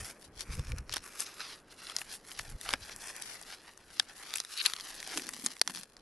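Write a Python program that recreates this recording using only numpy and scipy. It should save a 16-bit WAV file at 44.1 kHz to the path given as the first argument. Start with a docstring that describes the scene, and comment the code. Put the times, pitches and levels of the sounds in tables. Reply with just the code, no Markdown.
"""A sleeve swishes and papery birch bark crinkles close to a small stereo microphone in a quiet, dull wood.
Rubbing is thousands of tiny slips through resonances of bark and sleeve; brittle snaps are short bursts
that ring the bark and a flake. Gusts are lumpy low noise on the microphone, the background hush is dull
noise whose level dips briefly, and knocks ring the trunk. Fibres rip in jerks, and at the end a long band
is pulled off the trunk: small tugs drum it softly under tension, its pitch sinking, and it cracks as it tears."""
import sys
import numpy as np
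from scipy import signal
from scipy.fft import rfft, irfft, next_fast_len
from scipy.io import wavfile
from scipy.ndimage import uniform_filter1d

SR = 44100
rng = np.random.default_rng(int(sys.argv[2]) if len(sys.argv) > 2 else 0)


def inscribe(sig):
    """Save sig as 16-bit PCM at rate SR to the path in sys.argv[1].

    A 1-D sig is mono; a 2-D sig holds one channel per row.
    Samples are clipped to [-1, 1] before scaling.
    """
    pcm = np.round(np.clip(np.atleast_2d(sig).T, -1, 1) * 32767)
    wavfile.write(sys.argv[1], SR, pcm.astype(np.int16))


N = 265041  # samples, about 6 s


def from_db(db):
    """Decibels to gain."""
    return 10 ** (np.asarray(db) / 20)


def rms_one(x):
    """Scale to unit power."""
    return x / np.sqrt(np.mean(x ** 2) + 1e-20)


def in_time(rows):
    """Interpolate each column of a curve, whose first column is seconds, at every sample."""
    s, *columns = np.transpose(rows)
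    return [np.interp(np.arange(N) / SR, s, column) for column in columns]


def drift(rate):
    """Random wandering of rms 1, with straight lines between `rate` chance values a second."""
    knots = rng.standard_normal(4096)
    return rms_one(np.interp(np.arange(N) / SR * rate, np.arange(len(knots)), knots))


def equalise(x, spectrum):
    """Apply a gain curve of (Hz, dB) points, fading out below 20 Hz."""
    hz, db = np.transpose(spectrum)
    size = next_fast_len(N)
    f = np.maximum(np.arange(size // 2 + 1) * SR / size, 1)
    gain = from_db(np.interp(np.log(f), np.log(hz), db)) * np.minimum(f / 20, 1) ** 2
    return irfft(rfft(x, size) * gain, size)[:N]


def coloured(spectrum):
    """Steady noise with the given spectrum, rms 1."""
    return rms_one(equalise(rng.standard_normal(N), spectrum))


def resonate(x, modes, stretch=1):
    """Parallel resonances of alternating sign; stretch moves them all up or down together."""
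    out = 0
    for k, (hz, width, db) in enumerate(modes):
        r = np.exp(-np.pi * width / SR)
        w = 2 * np.pi * hz * stretch / SR
        zeros = np.array([1, 0, -1]) * (1 - r * r) / 2
        poles = [1, -2 * r * np.cos(w), r * r]
        out = out + (-1) ** k * from_db(db) * signal.lfilter(zeros, poles, x + 1e-18)
    # a family radiates little outside its own range
    edges = [modes[0][0] * 0.65, min(modes[-1][0] * 1.26, SR * 9 / 20)]
    return signal.sosfilt(signal.butter(2, edges, "band", fs=SR, output="sos"), out)


def stereo(mid, side, pan_db):
    """Left and right from mid, side and a level difference."""
    return np.array([(mid + side) * from_db(pan_db / 2), (mid - side) * from_db(-pan_db / 2)])


def swells(start, length, level_db, attack_s, release_s, sag_db=0, size=32):
    """Gain of overlapping gestures: each rises, holds while it sags, and dies away; their powers add."""
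    t = np.arange(0, N, size)[:, None] / SR
    early = np.maximum(start - t, 0)
    late = np.maximum(t - start - length, 0)
    along = np.clip((t - start) / np.maximum(length, .002), 0, 1)
    # attack and release are the times for 20 dB
    db = level_db - 20 * (early / attack_s + late / release_s) - sag_db * (along - .5)
    return np.interp(np.arange(N) / SR, t[:, 0], np.linalg.norm(from_db(db), axis=1))


# Colour of the far trees' hush. Each row: frequency in Hz, relative density in dB per Hz.
WOOD_AIR = [(25, 7), (70, -4.5), (150, -0.5), (290, 1), (470, 0.5), (750, -5.5), (1600, -8.5),
            (3000, -23.5), (6000, -49), (12000, -47)]
# Level of the background hush, which dips briefly now and then. Each row: time in seconds, level in dB.
AIR_DB = [(0, -59.5), (1.4, -61.5), (3.3, -61), (3.8, -64), (4.3, -63), (4.42, -71), (4.55, -71),
          (5, -59.5), (5.55, -66), (5.64, -73), (5.75, -72), (6, -62)]


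def wood_air(side_db=-26):
    """The dull hush of the far trees: coloured noise at a varying level, nearly alike in both ears."""
    level_db, = in_time(AIR_DB)
    return from_db(level_db) * stereo(coloured(WOOD_AIR), from_db(side_db) * coloured(WOOD_AIR), 0)


# Colour of wind on the microphone. Each row: frequency in Hz, relative density in dB per Hz.
BUFFET = [(12, -25), (20, 2), (65, -0.5), (80, -3), (129, -7.5), (252, -24.5), (292, -27.5), (400, -30),
          (520, -27), (880, -120)]
# Gusts at the microphone. Each row: start in seconds, length in seconds, level in dB.
GUSTS = [(0, 0.023, -53), (0.244, 0.22, -60), (.5, 0.43, -50), (0.602, 0.021, -36.5), (0.721, 0.021, -36.5),
         (0.786, 0.027, -44), (2.408, 0.021, -50.5), (2.495, 0.054, -50), (2.662, 0.073, -48.5),
         (2.8, 0.14, -57)]
GUST_ATTACK_S, GUST_RELEASE_S, CALM_DB = 0.045, 0.064, -79.5


def wind(lumps_db=4.5, lumps_per_s=34):
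    """Lumpy low buffeting in gusts, alike in both ears."""
    gusts = swells(*np.transpose(GUSTS), GUST_ATTACK_S, GUST_RELEASE_S) + from_db(CALM_DB)
    return gusts * from_db(lumps_db * drift(lumps_per_s)) * coloured(BUFFET)


# The hand knocks the trunk as a piece gives way. Each row: time in seconds, level in dB.
THUDS = [(0.963, -40.5), (2.731, -36), (2.737, -29)]
# Resonances of the damp trunk. Each row: frequency in Hz, width in Hz, relative level in dB.
TRUNK = [(270, 59, 2), (555, 87, 2)]


def thuds():
    """The damp trunk answers a knock with a short, dull note."""
    knocks = np.zeros(N)
    for s, db in THUDS:
        knocks[round(s * SR)] = from_db(db)
    sound = resonate(knocks, TRUNK)
    # the peak of the whole equals the strongest knock
    return sound * knocks.max() / np.abs(sound).max()


# Tugs that peel the long band off the trunk. Each row: start in seconds, length in seconds,
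# crackle at the peel line in dB, drumming of the band in dB.
TUGS = [(5.167, 0.02, -43, -44), (5.22, 0.064, -51.0, -54), (5.333, 0.097, -53.5, -57.5),
        (5.453, 0.009, -45.5, -44.5), (5.507, 0.015, -51.5, -60), (5.694, 0.013, -52, -50),
        (5.755, 0.033, -50.5, -55.5), (5.793, 0.041, -58, -64)]
TUG_ATTACK_S, TUG_RELEASE_S = 0.043, .032
# The band sinks in pitch as it grows. Each row: time in seconds, pitch in Hz.
BAND_PITCH = [(5.17, 303), (5.28, 248), (5.7, 243), (5.8, 195)]


def taut_band(width_hz=75, tugs_per_s=350, size=128):
    """Small tugs at the peel line drum the band, whose pitch sinks as it grows longer."""
    s, length, _, drum_db = np.transpose(TUGS)
    pull = swells(s, length, drum_db, TUG_ATTACK_S, TUG_RELEASE_S)
    hz, = in_time(BAND_PITCH)
    tugs = (rng.random(N) < tugs_per_s / SR) * rng.standard_normal(N) + 1e-18
    out, state = np.zeros(N), np.zeros(2)
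    r = np.exp(-np.pi * width_hz / SR)
    # retune block by block, carrying the vibration over
    for i in range(0, N, size):
        poles = [1, -2 * r * np.cos(2 * np.pi * hz[i] / SR), r * r]
        out[i:i + size], state = signal.lfilter([1, 0, -1], poles, tugs[i:i + size], zi=state)
    # even out the drumming over 50 ms so that the pull sets its level
    return pull * out / np.sqrt(uniform_filter1d(out ** 2, size=2200) + 1e-12)


# Ring of the stiff outer layer. Each row: frequency in Hz, width in Hz, relative level in dB.
RIP_RING = [(1720, 530, -11), (2640, 400, -5), (3070, 340, -5.5), (3860, 260, 1), (4460, 290, 0)]
# The thick outer layer rips loose in jerks. Each row: start in seconds, length in seconds, level in dB.
RIPS = [(4.573, 0.045, -38.5), (4.617, .002, -39), (4.66, 0.006, -26)]
RIP_ATTACK_S, RIP_RELEASE_S = .01, 0.0045


def rip(per_s=1400, spread_db=5.5, side_db=-9, pan_db=4):
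    """Fibres part in a fast uneven run and set the stiff outer layer ringing."""
    jerks = swells(*np.transpose(RIPS), RIP_ATTACK_S, RIP_RELEASE_S)
    sizes = from_db(spread_db * np.minimum(rng.exponential(1, N), 3))
    breaks = (rng.random(N) < per_s / SR) * sizes
    push = np.array([breaks * rng.choice([-1, 1], N), breaks * rng.standard_normal(N)])
    mid, side = resonate(push, RIP_RING)
    return jerks * stereo(rms_one(mid), from_db(side_db) * rms_one(side), pan_db)


# Strokes of fingers and sleeve over the bark. Each row: start in seconds, length in seconds,
# level of the sheet's ring in dB, its bending in dB relative to that, its fine edges likewise.
STROKES = [(0, 0.011, -47, 1, 2), (0.048, 0.058, -50.5, -1, 2.5), (0.221, 0.034, -61.5, -8, 0.5),
           (0.403, 0.011, -45.5, -2.5, -4), (0.524, 0.019, -47.5, -1.5, -4), (0.585, 0.012, -51, 0.5, -8),
           (0.64, 0.073, -58, 3, -4), (0.765, 0.021, -62.5, 8.5, 0.5), (0.932, 0.038, -46.5, -1, -9.5),
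           (1.041, 0.024, -56.5, 4, 1.5), (1.117, 0.059, -62.5, 8, 6.5), (1.201, 0.029, -43.5, -4, -2.5),
           (1.26, 0.032, -53.5, -0.5, -6), (1.408, 0.014, -44.5, -3.5, -7), (1.435, 0.103, -50.0, -1, -7.5),
           (1.715, 0.0089, -53.5, -3.0, -4.5), (1.801, 0.119, -52.5, -2.5, -4.5),
           (1.954, 0.06, -53, 1, 0.5), (2.096, 0.057, -48.5, -4.5, -1.5), (2.274, 0.059, -57.5, 2, 1.5),
           (2.374, 0.037, -50.5, -3.0, -3.5), (2.435, 0.084, -58.0, 1.5, 0.5), (2.621, 0.036, -53, -1, 1),
           (2.656, 0.081, -48.0, 4.0, -5), (2.827, 0.103, -52.5, -1, -5.5), (3.015, 0.092, -50, -1.0, 0),
           (3.152, 0.206, -55, 4, -1), (3.491, 0.05, -52, 0, -3.5), (3.669, 0.023, -60.5, 6.5, 0.5),
           (3.914, 0.11, -59.0, 0.5, -1.5), (4.092, 0.018, -56, 3.5, -12), (4.177, 0.094, -55, 2.5, -1.5),
           (4.294, 0.107, -51.0, -4.5, -6.5), (4.512, 0.195, -47.5, -8, -2.5),
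           (4.658, 0.0072, -34.5, -6, -8), (4.723, 0.099, -54.0, -6, -6), (4.85, 0.059, -47.5, -5.5, -3.5),
           (4.947, 0.15, -51.5, -7, -5), (5.115, 0.018, -45, 1, -5.0)]
STROKE_ATTACK_S, STROKE_RELEASE_S = .044, .032
STROKE_SAG_DB = -1  # negative: each stroke presses harder along its way
# Light rustle of the bark in the hand, following the firmness of the grip.
# Each row: time in seconds, level of the sheet in dB.
GRIP = [(0.0, -57.5), (0.3, -79.5), (0.48, -63), (0.76, -77.0), (1.15, -58.5), (1.56, -61.0), (1.64, -77.5),
        (2.05, -63.0), (2.2, -72.5), (2.8, -61.5), (3.4, -59.5), (3.75, -70), (4.13, -64), (4.47, -60.5),
        (5.05, -57), (5.55, -63.5), (5.64, -70), (6.0, -75.0)]
# bending and fine edges relative to the sheet
PEEL_BEND_DB, PEEL_EDGE_DB = -4, -1.5
GRIP_BEND_DB, GRIP_EDGE_DB = 2.5, -1.5


def friction():
    """Level in dB of the bending, sheet and fine edges: strokes and tugs over the rustle of the grip."""
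    s, length, level_db, bend_db, edge_db = np.transpose(STROKES)
    tug_s, tug_length, peel_db, _ = np.transpose(TUGS)
    tugs = swells(tug_s, tug_length, peel_db, TUG_ATTACK_S, TUG_RELEASE_S)
    grip_db, = in_time(GRIP)
    tints = [(bend_db, PEEL_BEND_DB, GRIP_BEND_DB), (0, 0, 0), (edge_db, PEEL_EDGE_DB, GRIP_EDGE_DB)]
    levels = []
    for stroke_tint, peel_tint, grip_tint in tints:
        strokes = swells(s, length, level_db + stroke_tint, STROKE_ATTACK_S, STROKE_RELEASE_S, STROKE_SAG_DB)
        peel = tugs * from_db(peel_tint)
        grip = from_db(grip_db + grip_tint)
        levels.append(10 * np.log10(strokes ** 2 + peel ** 2 + grip ** 2))
    return levels


def trunk_echo(x, echo=0.37, delay_ms=1.117, sway=0.226):
    """The trunk mirrors the sound; the comb of this short echo shifts as the hand moves."""
    n = np.arange(N)
    lag = delay_ms / 1000 * SR * np.exp(sway * drift(3.5))
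    return np.array([ear + echo * np.interp(n - lag, n, ear) for ear in x]) / np.sqrt(1 + echo ** 2)


# What the hand is doing in front of the microphone. Each row: time in seconds, share of sleeve swish
# from 0 to 1, spread of the grain sizes in dB, left-right difference in dB.
HAND = [(0, 0.9, 3, 0), (.3, 0.35, 4.5, 3.5), (.55, 0.8, 4.5, 1.5), (.95, 0.67, 6.5, 1.5),
        (1.25, 0.74, 2, 0.5), (1.42, 0.08, 1, -0.5), (1.9, 0, 3.5, 0.5), (2.3, 0.5, 5.5, 0.5),
        (2.8, 0.23, 0.5, 1.5), (3.05, 0.9, 2.5, 1), (3.3, 0.66, 3, 4.5), (3.55, 0.05, 5, 0.5),
        (4.2, 0.33, 3.5, 3), (4.6, 0.22, 4, 1), (4.9, 0.28, 3.5, 1), (5.2, 0.69, 6, 1.5), (6, 0.08, 7, 3)]
# Resonances of the bark in three families: bending, sheet, fine edges.
# Each row: frequency in Hz, width in Hz, relative level in dB.
BARK = [
    [(454, 690, -5), (848, 270, 2), (1227, 610, 2), (1890, 440, 4.5), (2706, 830, 1.5)],
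    [(3120, 1170, -1.5), (4070, 303, 6.5), (4730, 780, 3), (5900, 1260, 0)],
    [(6930, 1300, 0.5), (9070, 960, 5), (10750, 2040, 1.5)],
]
# Resonances of the sleeve's swish in the same three ranges, with the same columns.
SLEEVE = [
    [(398, 96, 2.5), (1076, 316, 6), (1770, 1020, 12), (2180, 1330, 12.5)],
    [(3380, 1000, -1), (4660, 3600, -4.5), (5550, 1280, 9)],
    [(8130, 2160, 0), (9570, 560, 6), (11050, 1260, -1.5)],
]
# Unlikeness of the two ears: side against mid in dB for each family, before the hand's place is added.
SIDE_DB = [-23, -10, -7]


def rubbing(levels_db, per_s=8000, flutter_db=1.75, own_flutter_db=2.0, family_db=(0, 0, 0),
            fibres_per_s=110, fibre_size=2.73, fibre_spread_db=3.0, centred_db=-5.0, off_axis=3.24):
    """Thousands of tiny slips a second excite bark and sleeve; crinkling makes them uneven and breaks fibres."""
    sleeve, spread_db, pan_db = in_time(HAND)
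    sleeve = np.clip(sleeve, 0, 1)
    slip_sizes = from_db(spread_db * np.minimum(rng.exponential(1, N), 4))
    slips = (rng.random(N) < per_s / SR) * slip_sizes
    slips = slips * from_db(flutter_db * drift(260))
    # even out their power over 29 ms
    slips /= np.sqrt(uniform_filter1d(slips ** 2, size=1300) + 1e-9)
    # the more uneven the crinkling, the thicker the fibres that break; fewer under the sleeve
    fibre_sizes = from_db(fibre_spread_db * np.minimum(rng.exponential(1, N), 2))
    fibres = (rng.random(N) < fibres_per_s * (1 - sleeve / 2) / SR) * fibre_sizes
    slips += fibres * fibre_size * from_db(2 * spread_db)
    out = 0
    for k, level_db in enumerate(levels_db):
        # each slip radiates in a direction of its own
        push = slips * rng.choice([-1, 1], N)
        push = np.array([push, push * rng.standard_normal(N)])
        bark_part = np.sqrt(1 - sleeve) * rms_one(resonate(push, BARK[k]))
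        sleeve_part = np.sqrt(sleeve) * rms_one(resonate(push, SLEEVE[k]))
        mid, side = bark_part + sleeve_part
        gain = from_db(level_db + family_db[k] + own_flutter_db * drift(60))
        # the further to the left the hand, the less alike the two ears
        unlike = from_db(SIDE_DB[k] + centred_db + off_axis * pan_db)
        # the low bending family is not shaded to one side
        out = out + gain * stereo(mid, side * unlike, pan_db * (k > 0))
    return trunk_echo(out)


# small flakes: their number, level above the rubbing, and tint and pitch around which each one scatters
TICK_COUNT, TICK_OVER_RUB_DB, TICK_SPREAD_DB = 18, 7.5, 3.5
TICK_BEND_DB, TICK_EDGE_DB, TICK_HZ = -8, -2, 3760


def ticks(rub_db, fracture_ms=0.86):
    """Rows like those of the snaps for small flakes that break at random, likelier in firm, uneven rubbing."""
    _, spread_db, pan_db = in_time(HAND)
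    chance = np.cumsum(from_db(rub_db / 2 + spread_db))
    at = np.searchsorted(chance, rng.random(TICK_COUNT) * chance[-1])
    size, bend, edge, pitch = rng.standard_normal((TICK_COUNT, 4)).T
    level_db = rub_db[at] + TICK_OVER_RUB_DB + TICK_SPREAD_DB * size
    flake_hz = TICK_HZ * 2 ** np.tanh(pitch)
    return list(zip(at / SR, level_db, np.full(TICK_COUNT, fracture_ms),
                    TICK_BEND_DB + 5 * bend, TICK_EDGE_DB + 5 * edge, pan_db[at], flake_hz))


# The loud brittle snaps, close by. Each row: time in seconds, level in dB, length of the fracture in ms,
# bending in dB relative to the sheet, fine edges likewise, left-right difference in dB,
# ring of the flake in Hz.
SNAPS = [(.4075, -38, 0.079, -10, -1, 7, 5260), (.5943, -42.5, .45, -3, -1, 0, 5540),
         (.7193, -39.5, 0.18, 4.5, -5, 0.5, 2420), (.7837, -42, 1, -4, -1, 3, 4910),
         (.8945, -40, 0.95, 4, -7, 0.5, 4770), (.9243, -37.5, .2, -24, -12, 6, 5400),
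         (.9278, -35, .5, -23, -4, 5, 5100), (.9384, -32.5, 0.34, -2, 0, 1, 3220),
         (.9417, -37, 0.35, -23, 1, -4, 3270), (.9609, -35, 0.47, -11, -3, 2, 5280),
         (.967, -31, 0.36, 2.5, 1, -6, 5700), (.9799, -41.5, 0.47, -4, -3, 6, 5690),
         (1.1994, -39.5, 0.21, 5, 5, -0.5, 6400), (1.2046, -29.5, .3, -10, 28, 6, 5260),
         (1.405, -37, .3, -15, -20, -0.5, 1430), (1.965, -27.5, 0.28, -12.5, -5, 2.5, 5100),
         (1.986, -38, .19, -5, -6, 3, 5030), (2.016, -35.5, 0.79, 18, 6, 2, 910),
         (2.3158, -42, .76, -2, -14, 2, 3100), (2.3946, -33.5, 0.19, 6, -10, 1.5, 1700),
         (2.612, -40, 1, -6, 5, 2, 1870), (2.6903, -27, 0.26, 8.5, -2, -.5, 2160),
         (2.7304, -34.5, 1, -2, -3, 1, 6100), (2.737, -21.5, 0.19, 9, -1.5, 0, 4920),
         (2.8951, -41.5, 0.29, 13, -7, 2, 2050), (2.962, -41, .3, 5, 16, 1, 5900),
         (3.164, -41, .6, -13, 3, 3, 6100), (3.2219, -36, 0.11, -27, 4, 7, 6060),
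         (3.4142, -46, 0.32, -7, 25, 1, 780), (3.4265, -47.5, .25, -10, 20, 2, 5000),
         (3.7756, -51, 0.39, 5, 16, 7, 1600), (3.9969, -24.5, 0.11, -7, -6.5, 8.5, 4790),
         (3.9982, -20.5, 0.58, -10, -11, 0, 1670), (4.3385, -30.5, 0.45, -2.5, 0, 1, 3580),
         (4.3549, -38, .3, -1, 8, -1, 5950), (4.3578, -30, 0.15, -1, 10, 3, 2660),
         (4.363, -40, .26, 9, 10, 0, 3700), (4.3714, -40, .38, -20, 17, 13, 5340),
         (4.3834, -37, 0.3, -18, 0, -5, 3000), (4.4016, -28.5, 0.26, -11.5, -4.5, 1, 5380),
         (4.4486, -40.5, 0.44, -2.5, 0, 0, 3660), (4.5751, -37.5, 0.33, -25, -4, 3, 4480),
         (4.6006, -33, .55, -30, -18, -4, 3870), (4.6531, -34, .46, -6, -4, -3, 3830),
         (4.6613, -22.5, .37, -21, 0, 3, 4110), (4.6988, -37.5, .64, -2, -3, 1, 5900),
         (4.7353, -31.5, 1, -4, -5, 2, 3300), (4.8089, -41, .21, -19, -6, 3, 4600),
         (5.0278, -39.5, 0.53, 1, -2.5, 1, 2200), (5.0748, -38.5, 0.27, -10, -1, 2.5, 804),
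         (5.1743, -29.5, 0.35, -1, 4, 0, 2490), (5.1961, -38, .3, 11, -10, -1, 1920),
         (5.2391, -45, 0.43, 9, 3, 0, 4940), (5.2682, -44, .3, -10, 3, 7, 4260),
         (5.2901, -33.5, 1, 3, 7, 3, 4770), (5.3368, -39.5, 0.54, -4, 2, -2, 5400),
         (5.4624, -24.5, .37, -4, 7, -2, 6740), (5.467, -37, 0.17, -9, 0, 7, 4870),
         (5.5664, -47.5, 0.28, 2, -1, -1, 2170), (5.595, -48, 0.32, -14, -4, 3, 5300),
         (5.6146, -17, 0.92, -5.5, -5, -0.5, 4540), (5.6759, -28, 0.1, 0.5, 0, -1, 5960),
         (5.697, -39, 0.99, 2, -3, -1, 4980), (5.748, -40.5, .54, -5, -19, 3, 4640),
         (5.7726, -39, 0.29, -3, -7, -1, 4670), (5.833, -44.5, .4, -2, 4, 1, 4800),
         (5.967, -50, 0.4, -5, -9, -1, 4800)]


def snaps(rows, splinter=0.33, tail_db=-17.5, tail_s=0.0023, detune=0.16, family_db=(-1, -1, -1),
          flake_db=-7, flake_width_hz=320, size=900):
    """One sharp break and a quick run of splinters; the bark answers and the flake rings at its own pitch."""
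    out = np.zeros((2, N + size))
    t = np.arange(size) / SR
    for s, level_db, length_ms, bend_db, edge_db, pan_db, flake_hz in rows:
        grit = rng.standard_normal((2, size))
        fracture = splinter * np.exp(-t * 1e3 / max(length_ms, .05))
        push = grit * (fracture + from_db(tail_db) * np.exp(-t / tail_s))
        push[0, 0] += 2  # the sharp break, alike in both ears
        # the bark's resonances shift at random from snap to snap
        stretch = np.exp(detune * rng.uniform(-1.3, 1))
        at = round(s * SR)
        shares = from_db([bend_db, 0, edge_db])
        shares = shares / np.linalg.norm(shares) * from_db(family_db)
        flake = rms_one(resonate(push[0], [(flake_hz, flake_width_hz, 0)]))
        snap = from_db(flake_db) * stereo(flake, 0, pan_db)
        for modes, share, side_db in zip(BARK, shares, SIDE_DB):
            mid, side = resonate(push, modes, stretch)
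            snap = snap + share * stereo(rms_one(mid), rms_one(side) * from_db(side_db), pan_db)
        # the level is reckoned as if the energy filled about 4 ms
        out[:, at:at + size] += from_db(level_db) * np.sqrt(0.0041 * SR / size) * snap
    return out[:, :N]


def scene():
    """Close, dry bark over the open air."""
    levels_db = friction()
    bark = rubbing(levels_db) + rip() + snaps(SNAPS) + thuds() + taut_band()
    return bark + wind() + wood_air() + snaps(ticks(levels_db[1]))


# Closely spaced capsules hear the bass alike. Each row: frequency in Hz, gain of their difference in dB.
EAR_DIFFERENCE = [(100, -8), (350, -13.5), (680, 1), (1080, -6.5), (1550, 7), (2400, 4), (4000, 1),
                  (5800, -1), (8300, 4.5), (10500, 0.5)]


def capsules(dry):
    """Two close capsules: broadly, the shorter the wave the more they differ, with ripples from the housing."""
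    mid, side = (dry[0] + dry[1]) / 2, (dry[0] - dry[1]) / 2
    return stereo(mid, equalise(side, EAR_DIFFERENCE), 0)


CUTOFF_HZ = 11750


def record(dry):
    """A small stereo microphone; the top is cut steeply."""
    low_pass = signal.ellip(10, .2, 70, CUTOFF_HZ, fs=SR, output="sos")
    return signal.sosfilt(low_pass, capsules(dry))


dry = scene()
out = record(dry)
inscribe(out)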